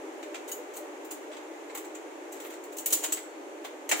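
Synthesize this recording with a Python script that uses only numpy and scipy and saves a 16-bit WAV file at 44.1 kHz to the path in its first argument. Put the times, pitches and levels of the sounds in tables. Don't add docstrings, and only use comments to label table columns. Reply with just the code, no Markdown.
import sys
import numpy as np
from scipy import signal
from scipy.fft import rfft, irfft
from scipy.io import wavfile

SR = 44100
rng = np.random.default_rng(int(sys.argv[2]) if len(sys.argv) > 2 else 0)


def dump(signal):
    limited = np.clip(np.atleast_2d(signal).T, -1, 1)
    pcm = np.round(limited * 32767).astype(np.int16)
    wavfile.write(sys.argv[1], SR, pcm)


N = 176400
TIME = np.arange(N) / SR

# (time [s], bolt level [dB], tube level [dB], washer level [dB], fade time of the bounces [s])
TAPS = [(0.2283, -42, -40.5, -55, 0.0022), (0.3443, -35.5, -34, -52, 0.0041),
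        (0.4775, -35, -57, -47, 0.0037), (0.489, -46, -45, -42, 0.0033), (0.516, -27.5, -51, -33, 0.0022),
        (0.733, -37.5, -65, -47, 0.03), (0.7647, -35, -43, -38.5, 0.0036), (1.047, -44, -68, -47.5, 0.0027),
        (1.107, -33, -49, -37.5, 0.011), (1.1098, -33.5, -51, -47, 0.0045),
        (1.695, -45.5, -43.5, -65, 0.0053), (1.7477, -32, -36.5, -38.5, 0.0046),
        (1.774, -33, -41.5, -38.5, 0.002), (1.846, -41, -48, -54, 0.0037),
        (1.9493, -35.5, -46, -52, 0.0022), (2.3187, -36.5, -49, -46, 0.012),
        (2.401, -38.5, -45, -44.5, 0.0019), (2.446, -60, -41.5, -49, 0.0058), (2.463, -49, -62, -47, 0.003),
        (2.502, -43, -45, -47.5, 0.0037), (2.639, -41, -52, -49.5, 0.0013), (2.721, -42, -58, -50, 0.0073),
        (2.768, -35.5, -54, -38, 0.0027), (2.7844, -27, -55, -35, 0.0025),
        (2.8596, -20.5, -39, -26, 0.0023), (2.904, -25.5, -42, -30, 0.0042),
        (2.9251, -13.5, -38, -17.5, 0.0054), (3.0296, -30, -40, -38, 0.004),
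        (3.038, -19.5, -29.5, -29, 0.0037), (3.123, -17.5, -37.5, -26.5, 0.0018),
        (3.171, -52, -38, -45, 0.0029), (3.643, -39, -34.5, -45, 0.0074),
        (3.8912, -22.5, -31.5, -30, 0.0026), (3.914, -15, -20, -29, 0.0024), (3.97, -43, -43, -38, 0.0037)]
# (time [s], length [s], bolt level [dB], tube level [dB], washer level [dB])
SLIDES = [(1.315, 0.058, -57, -48, -65), (2.335, 0.21, -56, -56, -63), (2.953, 0.16, -51, -49, -64),
          (3.961, 0.05, -51, -47.5, -44)]
# (time [s], level [dB])
TUBE_DROPS = [(3.9144, -25), (3.921, -28), (3.9955, -26.5)]
PIN_HITS = [(2.8598, -29.5), (2.929, -38)]
WASHER_JINGLES = [(.487, -49), (.521, -47), (.757, -51), (1.752, -48), (2.325, -53), (2.44, -51),
                  (2.77, -49), (2.909, -42), (3.045, -49)]
# (time [s], pitch [Hz], level [dB])
HARD_BOLT_HITS = [(.519, 6800, -41), (2.928, 7130, -26), (3.1245, 7830, -30)]
# (time [s], pitch [Hz], level [dB], time to fade by 60 dB [s])
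ARM_NOTE = (3.124, 4371, -66, 2.4)
# (pitch [Hz], relative level [dB], time to fade by 60 dB [s])
BOLT_TONES = [(5469, -9, .12), (6842, -2, .13), (6903, -3, .13), (7013, -3, .1), (7160, 0, .11),
              (7588, -3, .11), (7977, -3, .1), (8619, -9, .14)]
TUBE_TONES = [(328, -3, .15), (711, -4, .16), (1077, -9, .16), (1226, -3, .14), (1393, -1, .16),
              (1593, -3, .12), (1918, 1, .13), (2055, 1, .13), (2410, -5, .1), (2751, -5, .1)]
WASHER_TONES = [(12261, -4, .2), (14583, 0, .15), (14650, -2, .12), (15160, -5, .12)]
PIN_TONES = [(2950, -7, .06), (8904, -3, .06), (10075, 1, .06), (10610, -7, .05), (13888, -12, .1),
             (14450, 0, .12), (15230, 1, .05)]
JINGLE_TONES = [(12261, -1, .2), (14640, 0, .24)]
# (frequency [Hz], relative level [dB])
BOLT_CRACK = [(2100, -39.5), (2900, 2.5), (3400, -8), (4000, -3), (5200, -9.5), (6100, 1), (6900, 8.5),
              (7800, 8.5), (8600, -3.5), (10000, -12), (15000, -22.5)]
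TUBE_CRACK = [(150, -41), (350, -2), (700, 5.5), (1150, -2), (2000, 3), (3000, -1.5), (3900, -4.5),
              (5000, -9.5), (7000, -9), (12000, -36)]
WASHER_CRACK = [(5000, -17), (8000, -8.5), (9000, -1), (10200, -2.5), (11400, -7.5), (13200, -2.5),
                (14700, 2), (15800, -0.5)]
CLANK_CRACK = [(330, 8), (500, 1), (720, 9), (1100, 1), (1900, 2), (3000, -12), (7000, -7), (12000, -30)]
# (time [s], length [s], starting pitch [Hz], peak level [dB])
FAR_NOTES = [(.19, .15, 345, -42), (.22, .14, 630, -42), (.56, .08, 503, -41), (.76, .11, 625, -45),
             (1.27, .06, 620, -44), (2.7, .08, 602, -44)]
# (frequency [Hz], relative level [dB])
RUSH_COLOUR = [(150, -48.5), (213, -37.5), (278, -8), (320, 0.5), (365, -4), (410, -3), (535, -8.5),
               (592, -5), (643, -11.5), (856, -10.5), (1180, -16.5), (1320, -18.5), (2200, -20),
               (4980, -36.5), (6910, -27.5), (9210, -38.5), (16000, -44.5)]
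# (time [s], level [dB])
RUSH_LOUDNESS = [(0.0, -41.5), (4.0, -43)]
# (frequency [Hz], likeness [1 = the same, 0 = unrelated])
EAR_LIKENESS = [(330, 0.84), (600, 0.61), (1000, -0.066), (6000, -0.014)]

PART_OFFSETS_DB = (-7.5, -1.5, 0.5)
HIT_S = .012
LEFT_DB = 2.5
SOUND_SAMPLES = 49152


def bolt_taps(paths):
    out = np.zeros((2, N))
    for s, *levels, fade_s in TAPS:
        force = bounces(fade_s)
        for body, db, offset_db, left_db in zip(parts(), levels, PART_OFFSETS_DB, (0, 0, LEFT_DB)):
            add(out, s, pan(left_db) * shake(force, body, paths, db + offset_db))
    return out


def bolt_scrapes(paths, catches_per_s=320):
    out, t = np.zeros((2, N)), TIME[:SR // 3]
    for s, length_s, *levels in SLIDES:
        catches = rng.random(len(t)) < catches_per_s / SR
        force = catches * rng.laplace(0, 1, len(t)) * (t < length_s)
        for body, db in zip(parts(), levels):
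            add(out, s, shake(force, body, paths, db, length_s))
    return out


def tube_clanks(paths):
    out = np.zeros((2, N))
    for s, db in TUBE_DROPS:
        force = bounces(fade_s=0.004)
        tube = steel(CLANK_CRACK, TUBE_TONES, ring_db=-8)
        add(out, s, shake(force, tube, paths, db))
    return out


def bolt_pings(paths, ring_s=.06):
    out = np.zeros((2, N))
    for s, hz, db in HARD_BOLT_HITS:
        add(out, s, shake(np.ones(1), ring([(hz, 0, ring_s)]), paths, db))
    return out


def locking_pin(paths, yard_db=-6):
    out = small_piece(PIN_HITS, PIN_TONES)
    for s, db in PIN_HITS:
        add(out, s, shake(np.ones(1), ring(PIN_TONES), paths, db + yard_db))
    return out


def small_piece(hits, tones):
    out = np.zeros((2, N))
    for s, db in hits:
        add(out, s, pan(LEFT_DB) * from_db(db) * np.sqrt(HIT_S * SR) * ring(tones))
    return out


def rack_arm():
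    out = np.zeros(N)
    s, hz, db, ring_s = ARM_NOTE
    add(out, s, from_db(db - 60 * TIME / ring_s) * np.sin(2 * np.pi * hz * TIME))
    return out


def bounces(fade_s, per_s=2000, rise_s=0.0039):
    t = TIME[:SR // 16]
    clicks = (rng.random(len(t)) < per_s / SR) * rng.normal(0, 1, len(t))
    swell = np.minimum(t / rise_s, 1) * np.exp(-t / fade_s)
    force = 2 * from_db(-10) * clicks * swell
    force[0] = .35
    return force


def parts():
    return (steel(BOLT_CRACK, BOLT_TONES, ring_db=-15.5),
            steel(TUBE_CRACK, TUBE_TONES, ring_db=-19),
            steel(WASHER_CRACK, WASHER_TONES, ring_db=-22))


def steel(colour, tones, ring_db):
    out = from_db(ring_db) * ring(tones)
    add(out, 0, crack(colour))
    return out


def crack(colour, grip_db=3, grip_step_hz=230, size=2048):
    hz = np.fft.rfftfreq(size, 1 / SR)
    steps = np.arange(0, SR / 2, grip_step_hz)
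    change_db = grip_db * np.interp(hz, steps, rng.standard_normal(len(steps)))
    cepstrum = irfft(np.log(from_db(at_hz(colour, hz) + change_db)))
    cepstrum[1:size // 2] *= 2
    cepstrum[size // 2 + 1:] = 0
    return unit_energy(irfft(np.exp(rfft(cepstrum))))


def ring(tones, spread_db=2.5):
    t = TIME[:SR // 4]
    out = np.zeros(len(t))
    for hz, db, ring_s in tones:
        fade = from_db(db + spread_db * rng.normal() - 60 * t / ring_s)
        out += fade * np.sin(2 * np.pi * hz * t) * rng.choice([-1, 1])
    return unit_energy(out)


def shake(force, body, paths, db, length_s=HIT_S, spots=4):
    spot = rng.integers(0, spots, len(force))
    chosen = rng.permutation(len(paths))[:spots]
    spectrum = sum(rfft(force * (spot == k), SOUND_SAMPLES) * paths[p] for k, p in enumerate(chosen))
    sound = irfft(spectrum * rfft(body, SOUND_SAMPLES), SOUND_SAMPLES)
    return unit_energy(sound) * from_db(db) * np.sqrt(length_s * SR)


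def yard_path(near_s=0.11, wall_s=0.38, treble_s=0.27, near_db=8, wall_db=1.5):
    t = TIME[:SR // 2]
    near, far = rng.standard_normal((2, 2, len(t)))
    near_echoes = near * from_db(-60 * t / near_s)
    low = signal.sosfiltfilt(signal.butter(2, 9000, fs=SR, output="sos"), far)
    wall_echoes = low * from_db(-60 * t / wall_s) + (far - low) * from_db(-60 * t / treble_s)
    wall_echoes *= 1 - np.exp(-t / 0.0065)
    out = from_db(near_db) * unit_energy(near_echoes) + from_db(wall_db) * unit_energy(wall_echoes)
    out[:, 0] += 1
    return out


def far_notes(sag_per_s=0.7):
    out = np.zeros(N)
    for s, length_s, hz, db in FAR_NOTES:
        t = TIME[:int(length_s * SR)]
        phase = 2 * np.pi * np.cumsum(hz * (1 - sag_per_s * t)) / SR
        add(out, s, from_db(db) * np.hanning(len(t)) * np.sin(phase + 2 * np.pi * rng.random()))
    return out


def neighbourhood():
    hz = np.fft.rfftfreq(N, 1 / SR)
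    shared, opposite = rfft(rng.standard_normal((2, N)))
    alike = at_hz(EAR_LIKENESS, hz)
    ears = np.sqrt(1 + alike) * shared + np.sqrt(1 - alike) * opposite * [[1], [-1]]
    rush = irfft(from_db(at_hz(RUSH_COLOUR, hz)) * ears, N)
    rush /= np.sqrt(np.mean(rush ** 2))
    return rush * from_db(np.interp(TIME, *np.transpose(RUSH_LOUDNESS)))


def from_db(db):
    return 10 ** (np.asarray(db) / 20)


def unit_energy(x):
    return x / np.sqrt(np.sum(x ** 2, -1, keepdims=True) + 1e-20)


def at_hz(table, hz):
    row_hz, values = np.transpose(table)
    return np.interp(np.log(hz + 1), np.log(row_hz), values)


def pan(left_db):
    return from_db([[left_db / 2], [-left_db / 2]])


def add(track, s, sound):
    i = int(s * SR)
    track[..., i:i + sound.shape[-1]] += sound[..., :max(N - i, 0)]


def scene(low_cut_hz=265):
    paths = rfft(np.array([yard_path() for _ in range(12)]), SOUND_SAMPLES)
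    rack = bolt_taps(paths) + bolt_scrapes(paths) + tube_clanks(paths) + bolt_pings(paths)
    rack += locking_pin(paths) + small_piece(WASHER_JINGLES, JINGLE_TONES) + rack_arm()
    low_cut = signal.butter(8, low_cut_hz, "high", fs=SR, output="sos")
    return signal.sosfilt(low_cut, rack) + neighbourhood() + far_notes()


def record(dry, cutoff_hz=15750):
    return signal.sosfilt(signal.ellip(12, .2, 80, cutoff_hz, fs=SR, output="sos"), dry)


dry = scene()
out = record(dry)
dump(out)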